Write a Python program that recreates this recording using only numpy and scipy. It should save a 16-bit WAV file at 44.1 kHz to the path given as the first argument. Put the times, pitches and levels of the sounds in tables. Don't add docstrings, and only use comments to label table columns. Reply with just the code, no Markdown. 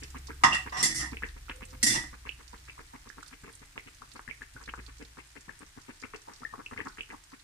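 import sys
import numpy as np
from scipy import signal
from scipy.fft import rfft, irfft
from scipy.io import wavfile

SR = 44100
rng = np.random.default_rng(int(sys.argv[2]) if len(sys.argv) > 2 else 0)


def master_out(mix):
    frames = np.transpose(np.atleast_2d(mix))
    ceiling = np.clip(frames, -1, 1)
    pcm = np.round(ceiling * 32767).astype(np.int16)
    wavfile.write(sys.argv[1], SR, pcm)


N = 327663
TIME = np.arange(N) / SR
MID_SIDE = np.array([[1], [-1]])


def from_db(db):
    return 10 ** (np.asarray(db) / 20)


def rms_one(x):
    return x / np.sqrt(np.mean(x ** 2) + 1e-20)


def in_time(rows):
    s, *columns = np.transpose(rows)
    return [np.interp(TIME, s, column) for column in columns]


def gain_at(points, hz):
    known_hz, db = np.transpose(points)
    return from_db(np.interp(np.log(hz + 1e-3), np.log(known_hz), db))


def coloured(x, spectrum):
    n = x.shape[-1]
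    return irfft(rfft(x) * gain_at(spectrum, np.fft.rfftfreq(n, 1 / SR)), n)


def drift(per_s):
    knots = rng.standard_normal(400)
    return rms_one(np.interp(TIME * per_s, np.arange(len(knots)), knots))


def dying(t, t60):
    return 1000 ** (-t / t60)


def panned(pan_db):
    return rms_one(from_db([[pan_db / 2], [-pan_db / 2]]))


def add(out, s, sound):
    at = int(np.clip(round(s * SR), 0, N - 1))
    out[..., at:at + sound.shape[-1]] += sound[..., :N - at]


def ears(n, alike_below_hz=330):
    mid, side = rng.standard_normal((2, n))
    ratio = (np.fft.rfftfreq(n, 1 / SR) / alike_below_hz) ** 3
    apart = ratio / (1 + ratio) / 2
    return irfft(rfft(mid) * np.sqrt(1 - apart) + rfft(side) * np.sqrt(apart) * MID_SIDE, n)


def bubble(hz, cycles, pan_db, phase_spread=0.56, lag_s=0.00066):
    turn = np.arange(int(10 * cycles * SR / hz) + 2) * hz / SR
    swell = (turn / cycles) ** 2 * np.exp(2 - 2 * turn / cycles)
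    lead = np.pi * hz * lag_s * MID_SIDE
    scatter = rng.normal(0, phase_spread, (2, 1)) * min(hz / 1500, 1)
    phase = rng.uniform(0, 2 * np.pi) + lead + scatter
    return panned(pan_db) * swell * np.sin(2 * np.pi * turn + phase)


def cluster(centre_s, spread_s, level_db, hz, pitch_spread, cycles, pan_db, count):
    ceiling_hz = 2700
    when, size, pitch, side = rng.standard_normal((4, count))
    when = np.clip(when, -2, 2)
    pitches = hz * np.exp(pitch_spread * np.clip(pitch + 0.58 * when, -2, 1.4))
    pitches = pitches / (1 + (pitches / ceiling_hz) ** 8) ** (1 / 8)
    pans = (pan_db + 3 * side) * np.minimum(pitches / 1000, 1)
    sounds = [from_db(2.0 * a) * bubble(f, cycles, p) for a, f, p in zip(size, pitches, pans)]
    energy = sum(np.sum(b ** 2) / 2 for b in sounds) / SR
    gain = from_db(level_db) * np.sqrt(np.sqrt(2 * np.pi) * spread_s / energy)
    return [(centre_s + spread_s * w, gain * b) for w, b in zip(when, sounds)]


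def gulp_beat(shortest_beat_s=.11):
    # start_s, bubbling_rel_db, thump_rel_db, bubble_pitch_hz
    strong = [(0.034, -44.5, -52, 2330), (0.163, -40, -46.5, 1780), (0.303, -43, -46, 1540),
              (0.673, -37.5, -44, 1685), (1.135, -42.5, -43, 1745), (1.24, -34.5, -45, 1737),
              (1.507, -37, -48, 1830), (1.626, -42, -48.5, 2050), (1.744, -48, -54, 1660),
              (2.138, -46, -50, 1650), (2.27, -40.5, -51.5, 1853), (2.539, -44.5, -52.5, 1470),
              (2.689, -46, -55, 2170), (2.796, -44.5, -50, 1650), (2.949, -45, -54.5, 1433),
              (3.191, -50, -53.5, 1380), (3.33, -46, -54.5, 1750), (3.453, -47, -47, 1800),
              (3.486, -47, -53, 1650), (3.766, -48, -55.5, 1140), (3.876, -48, -54.5, 2270),
              (4.025, -51.5, -56.5, 1170), (4.163, -44.5, -53, 1553), (4.294, -45, -49.5, 1938),
              (4.425, -45.5, -56.5, 1680), (4.568, -51, -48.5, 1460), (4.619, -48.5, -59.5, 1560),
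              (4.685, -38.5, -49.5, 1800), (4.792, -44.5, -48, 1760), (4.892, -49, -60, 1640),
              (5.018, -46.5, -47, 1770), (5.189, -43.5, -49.5, 1782), (5.365, -45.5, -52.5, 1950),
              (5.494, -47.5, -48, 1652), (5.624, -47, -52, 1847), (5.779, -50, -51.5, 1350),
              (5.898, -45, -47.5, 1666), (6.044, -40.5, -48, 1810), (6.15, -41, -45.5, 1880),
              (6.29, -45, -54, 1252), (6.32, -49.5, -56.5, 1370), (6.426, -48, -49.5, 1253),
              (6.54, -43.5, -52, 1220), (6.598, -42.5, -48, 1290), (6.729, -40.5, -47, 1480),
              (6.781, -39.5, -49, 1870), (6.803, -39, -43, 1750), (6.868, -39, -46, 1400),
              (6.99, -40.5, -51.5, 2020), (7.106, -43.5, -54, 1700), (7.139, -43.5, -52.5, 1200),
              (7.336, -48, -55, 1630)]
    faint_row = (-51, -56, 1570)
    times = [row[0] for row in strong]
    faint = []
    for a, b in zip(times, times[1:]):
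        beats = int((b - a) / shortest_beat_s)
        faint += [(s, *faint_row) for s in np.linspace(a, b, beats + 1)[1:-1]]
    return list(strong) + faint


def gulps(bubbling_db=0.13, thump_db=-0.5, pan_db=7.5, spread_s=.0087, thump_hz=305):
    # time_s, left_right_rel_db
    dough_side = [(2.2, -9.5), (3.38, -4.5), (4.3, -1), (4.87, -6.5), (5.4, 0.5), (7.43, -7.5)]
    out = np.zeros((2, N))
    for s, high_db, low_db, hz in gulp_beat():
        side_db = pan_db + np.interp(s, *np.transpose(dough_side))
        thumps = cluster(s - .002, spread_s, low_db + thump_db, thump_hz,
                         pitch_spread=0.6, cycles=0.3, pan_db=side_db, count=12)
        bubbles = cluster(s, spread_s, high_db + bubbling_db, hz,
                          pitch_spread=0.24, cycles=1.16, pan_db=side_db, count=16)
        for at, sound in thumps + bubbles:
            add(out, at, sound)
    return out


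def pops(level_db=0.0, thump_db=-22.5, thump_hz=380, after_db=-17.0, after_s=0.013, rise=1.07):
    # start_s, peak_rel_db, pitch_hz, swell_cycles (floored below), left_right_db
    large_bubbles = [(0.3048, -24.5, 1470, 1.36, -4), (1.17, -22, 2340, 1.06, -3),
                     (1.234, -15.5, 1770, 2.3, 8), (1.2641, -30, 1830, 0.71, -8),
                     (1.4829, -34, 1370, 2.1, -18), (1.4975, -19, 2460, 0.61, 2),
                     (2.292, -19, 2660, 2.1, -8.5), (2.6964, -29, 2290, 1.46, -1),
                     (3.1007, -27.5, 1676, 1.7, -15), (3.1825, -30.5, 1360, 1.07, -2),
                     (3.2285, -30, 1410, 2, -5), (3.7781, -18, 2030, 0.7, -3), (4.02, -30.5, 1259, 1.6, 7),
                     (4.1938, -24.5, 1312, 0.62, 0), (4.2777, -25.5, 1770, 1.9, 12),
                     (4.287, -28.5, 1820, 4.7, 15), (4.311, -22.5, 2230, 2.6, -29),
                     (4.4182, -25.5, 1740, 2.7, 5), (4.5643, -30.5, 1482, 3.5, -2),
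                     (4.6956, -32, 2770, 2.4, -4), (4.738, -20.5, 1360, 1, 3),
                     (5.4923, -26.5, 1765, 3.7, 23), (6.0366, -28, 2200, 2.9, 14),
                     (6.4318, -30.5, 1320, 3, 0), (6.4498, -20, 1804, 6.2, 11), (6.5373, -28, 1170, 1.8, 4),
                     (6.6621, -26.5, 2635, 2.8, -1), (6.7758, -23, 2050, 2.1, 5),
                     (6.803, -19, 1834, 3.2, 15), (6.8704, -21.5, 1350, 1.06, 0),
                     (7.008, -20.5, 2670, 2, -4), (7.1024, -29.5, 1820, 1.3, 0)]
    out = np.zeros((2, N))
    for s, db, hz, cycles, pan_db in large_bubbles:
        level = from_db(db + level_db)
        add(out, s, level * bubble(hz, max(cycles, .4), pan_db))
        add(out, s, level * from_db(thump_db) * bubble(thump_hz, 0.24, 0))
        again_s = s + after_s * rng.uniform(0.26, 2.3)
        add(out, again_s, level * from_db(after_db) * bubble(hz * rise, 3.5, 0))
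    return out


def spits(level_db=-3.5, t60=0.033, faint_db=-54.0, faint_range_db=12.5, faint_hz=6200, count=170, pan_db=-9):
    # start_s, level_rel_db, pitch_hz
    loud = [(0.034, -33.5, 5700), (0.1034, -41.5, 7000), (0.2706, -35, 5170), (1.5597, -42.5, 9200),
            (1.6526, -39.5, 8350), (3.552, -38.5, 9350), (4.9836, -46, 6000), (5.5909, -44, 9010),
            (6.017, -41.5, 5520), (6.361, -43.5, 5320)]
    # frequency_hz, gain_db
    oil_film = [(9500, 0), (11500, -12), (15000, -18)]
    out, t = np.zeros((2, N)), TIME[:2048]
    faint = [(s * N / SR, faint_db + faint_range_db * size ** 4, faint_hz * 2 ** (1.3 * pitch - .65))
             for s, size, pitch in rng.random((count, 3))]
    for s, db, hz in list(loud) + faint:
        band = [(hz / 4, -26), (hz / 2, -15), (hz, 0), (hz * 2, -20)]
        crack = rms_one(coloured(rng.standard_normal((2, len(t))), band)) * dying(t, t60)
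        side = panned(pan_db + rng.normal(0, 2.8))
        add(out, s, from_db(db + level_db) * side * crack)
    return coloured(out, oil_film)


def sizzle(per_s=1800, size_db=-2.0, grain_db=-3.5, hiss_db=-3.0):
    # time_s, level_rel_db
    level_curve = [(0.0, -55.5), (0.4, -58), (2.2, -58), (7.0, -58.5), (7.43, -59.5)]
    # frequency_hz, density_rel_db_per_hz
    spectrum = [(300, -13.5), (650, 0.5), (1100, 4), (1800, 8.5), (3000, 4), (5000, 4), (9300, 2),
                (10000, -3), (11200, -4), (12000, -8.5), (15000, -13.5)]
    level_db, = in_time(level_curve)
    born = rng.random(N) < per_s / SR
    sizes = from_db(size_db * np.minimum(rng.exponential(1, N), 4))
    grains = rms_one(coloured(born * sizes * rng.standard_normal((2, N)), spectrum))
    hiss = rms_one(coloured(rng.standard_normal((2, N)), spectrum))
    return from_db(level_db) * (from_db(grain_db) * grains + from_db(hiss_db) * hiss)


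def contact_force(force_db, knock, brightness, brighten_above_hz=1950):
    # frequency_hz, gain_db
    knock_points = [(400, -9.5), (620, 4.5), (1050, 0.5), (1950, -2), (2900, -4.5), (5400, -22.5),
                    (8800, -19.5), (12000, -28)]
    # frequency_hz, gain_db
    rattle_points = [(400, -2.5), (730, -12.5), (1050, -35), (1950, -1.5), (2900, -13), (4200, -3),
                     (5400, -14), (8800, -1.5), (12000, -3)]
    hz, knock = np.geomspace(300, 12000, 64), np.clip(knock, 0, 1)
    blend = gain_at(knock_points, hz) ** knock * gain_at(rattle_points, hz) ** (1 - knock)
    tilt_db = brightness * np.maximum(np.log2(hz / brighten_above_hz), 0)
    return np.column_stack([hz, force_db + 20 * np.log10(blend) + tilt_db])


def slips(length_s, per_s=500):
    when, size = rng.random(32), rng.uniform(0.1, 1, 32) * rng.choice([-1, 1], 32)
    skips = int(np.clip(length_s * per_s - 1, 0, 32))
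    force = np.zeros(int(length_s * SR) + 2)
    force[(when[:skips] * length_s * SR).astype(int)] = size[:skips]
    force[0] = 1
    return force / np.linalg.norm(force)


def squeals(relative_width=0.02):
    # start_s, swell_s, fade_t60_s, pitch_hz, level_rel_db
    songs = [(0.52, 0.0063, 0.28, 2750, -24.5), (0.727, 0.029, 0.18, 5730, -45.5),
             (0.78, 0.031, 0.072, 5620, -29.5), (1.52, 0.038, 1.6, 512, -58.5)]
    out, t = np.zeros((2, N)), TIME[:16384]
    grid = np.fft.rfftfreq(len(t), 1 / SR)
    for s, swell, t60, hz, db in songs:
        resonance = 1 / (1 + ((grid - hz) / (hz * relative_width)) ** 2)
        tone = np.fft.ifft(rfft(ears(len(t))) * resonance, len(t))
        level = from_db(db) * np.minimum(t / swell, dying(t - swell, t60))
        add(out, s, level * np.sqrt(2) * np.cos(np.angle(tone)))
    return out


def utensil(body_db=-9.0, modes_db=1.5, tail_db=-3.0, tail_t60=0.31, pan_db=-3.0):
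    # start_s, length_s, force_rel_db, knock_share (0 rattle to 1 knock), brightness_db_per_octave
    contacts = [(0.4363, .003, 4, 1, 1), (0.445, .003, -2, 0.53, -18), (0.474, 0.0094, -7.5, 0.6, -19),
                (0.516, 0.0034, -10, 0.087, -18), (0.531, 0.017, -7, 0.78, 1),
                (0.722, 0.047, -14, 0.96, -2), (0.77, .059, -7, 0.62, 0), (0.828, 0.0084, -5.5, 0.028, 1.5),
                (0.838, 0.033, -8, 0.44, 4), (0.895, .035, -14, 0.21, -1.5), (0.947, 0.044, -14, .05, 1.5),
                (0.993, 0.022, -12, 0.4, 1), (1.021, .04, -12.5, 0.51, -10), (1.8286, 0.0073, -5, 0.023, 2),
                (1.864, 0.021, -3.5, .05, 0.5), (1.9, 0.031, -5.5, 0.064, -0.5),
                (1.94, .018, -6, 0.52, 0.5), (1.966, 0.027, -10.5, 0.26, -11),
                (2.039, .0068, -20, 0.36, -12)]
    # frequency_hz, level_rel_db
    modes = [(317, -35), (888, -32), (945, -25), (1066, -24), (1186, -27), (1245, -25), (1841, -27),
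             (1894, -25), (1921, -27), (1951, -26), (2020, -24), (2749, -29), (3460, -38), (4598, -36),
             (4795, -32), (4841, -31), (4969, -34), (5467, -35), (5733, -34), (5788, -32), (5885, -32),
             (6546, -35), (7040, -39), (7420, -39), (7811, -35), (8883, -35), (9145, -34), (9340, -37)]
    # frequency_hz, density_rel_db_per_hz
    dense_body = [(60, -36.5), (130, -8), (260, -20), (420, -30.5), (800, -23), (1500, -19), (2400, -22.5),
                  (3200, -24.5), (4100, -17.5), (6000, -7.5), (8200, -14.5), (10800, -21), (11600, -30),
                  (15000, -38)]
    # centre_hz, width_hz, above_body_db
    crowds = [(234, 7.3, 7.5), (323, 41, 13.5), (756, 12, 13), (1083, 177, 13.5), (1875, 150, 11.5),
              (3000, 330, 7), (3490, 110, 10.5), (4920, 230, 8), (5580, 330, 10), (7360, 100, 8),
              (9300, 120, 6)]
    ring_t60_s, crack_t60_s, rise_s = .22, .07, .0003
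    out, t = np.zeros((2, N)), TIME[:32768]
    hz, mode_db = np.transpose(modes)
    rings = np.exp(2j * np.pi * hz[:, None] * t) * dying(t, ring_t60_s)
    grid = np.fft.rfftfreq(len(t), 1 / SR)
    crowds_db = sum(db * np.exp(-.5 * ((grid - f) / width) ** 2) for f, width, db in crowds)
    shape = gain_at(dense_body, grid) * from_db(crowds_db)
    body_decay = dying(t, crack_t60_s) + from_db(tail_db) * dying(t, tail_t60)
    for s, length_s, force_db, knock, brightness in contacts:
        force = contact_force(force_db, knock, brightness)
        body = coloured(rms_one(irfft(rfft(ears(len(t))) * shape)), force)
        body = body * from_db(body_db) * body_decay
        phases = np.exp(2j * np.pi * rng.random((2, len(hz))))
        strengths = from_db(mode_db + modes_db) * gain_at(force, hz) * phases
        struck = (body + (strengths @ rings).real) * np.minimum(t / rise_s, 1)
        add(out, s, signal.fftconvolve(struck, slips(length_s)[None], axes=1))
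    return (out + squeals()) * panned(pan_db)


def kitchen(x, rim_db=-6.0, early_t60=.042, late_db=-10.0, late_t60=0.3):
    t = TIME[:24000]
    early, late = [ears(len(t)) * (t > .002) * dying(t, t60) for t60 in (early_t60, late_t60)]
    echoes = (from_db(rim_db) * rms_one(early) + from_db(late_db) * rms_one(late)) / np.sqrt(len(t))
    return x + signal.fftconvolve(x, echoes, axes=1)[:, :N]


def background(engine_db=-3.5, octave_db=-15.5, rumble_db=5.0, side_db=-13.0):
    # time_s, pitch_hz, level_rel_db
    upper = [(0.0, 62.7, -43), (0.08, 66, -46), (0.29, 66.7, -42.5), (0.91, 63.2, -53.5),
             (1.03, 64.2, -40.5), (1.57, 61.8, -52), (2.26, 59.95, -49), (3.85, 62.0, -75),
             (4.82, 57.7, -46), (5.98, 53.3, -77), (6.56, 43.8, -75), (7.01, 40, -62), (7.43, 37.7, -84)]
    lower = [(0.0, 35.7, -62.5), (0.83, 38.28, -73), (1.24, 39.76, -45), (2.29, 42.1, -57.5),
             (3.19, 43.4, -62.5), (3.93, 43.2, -62.5), (4.99, 36.6, -56), (5.17, 35.1, -72),
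             (5.96, 29.9, -65.5), (6.64, 28.5, -78), (6.97, 30.7, -60), (7.43, 27.8, -87)]
    # time_s, level_rel_db
    rumble_curve = [(0.0, -58.5), (1.08, -57.5), (1.32, -63), (1.96, -55), (2.15, -65), (2.84, -64.5),
                    (4.95, -67), (5.36, -70), (6.91, -67), (7.43, -69.5)]
    # frequency_hz, density_rel_db_per_hz
    rumble_spectrum = [(15, -7), (25, 19), (70, 12.5), (130, 10.5), (190, -11), (290, -1), (450, -16),
                       (650, -35.5), (1500, -20.5)]
    drone = 0
    for line in (upper, lower):
        hz, db = in_time(line)
        phase = 2 * np.pi * np.cumsum(hz) / SR
        level = from_db(db + engine_db + 1.1 * drift(45)) * np.sqrt(2)
        drone = drone + level * (np.sin(phase) + from_db(octave_db) * np.sin(2 * phase))
    level_db, = in_time(rumble_curve)
    mid, side = rms_one(coloured(rng.standard_normal((2, N)), rumble_spectrum))
    side = coloured(side, [(50, -21.5), (140, -13.0), (400, 15)]) * from_db(side_db)
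    return drone + from_db(level_db + rumble_db) * (mid + side * MID_SIDE)


def scene():
    # frequency_hz, gain_db
    pan_colour = [(60, -6.5), (135, -1.5), (195, -1.5), (245, 0.5), (300, 4.5), (480, 2), (630, -10),
                  (880, 1), (1400, -7), (3000, -1), (3800, -5), (6000, -10)]
    oil = coloured(gulps() + pops(), pan_colour) + spits()
    return kitchen(oil) + sizzle() + utensil() + background()


def record(dry, cutoff_hz=15250):
    cut = signal.ellip(12, .1, 80, cutoff_hz, fs=SR, output="sos")
    return signal.sosfilt(cut, np.tanh(dry))


dry = scene()
out = record(dry)
master_out(out)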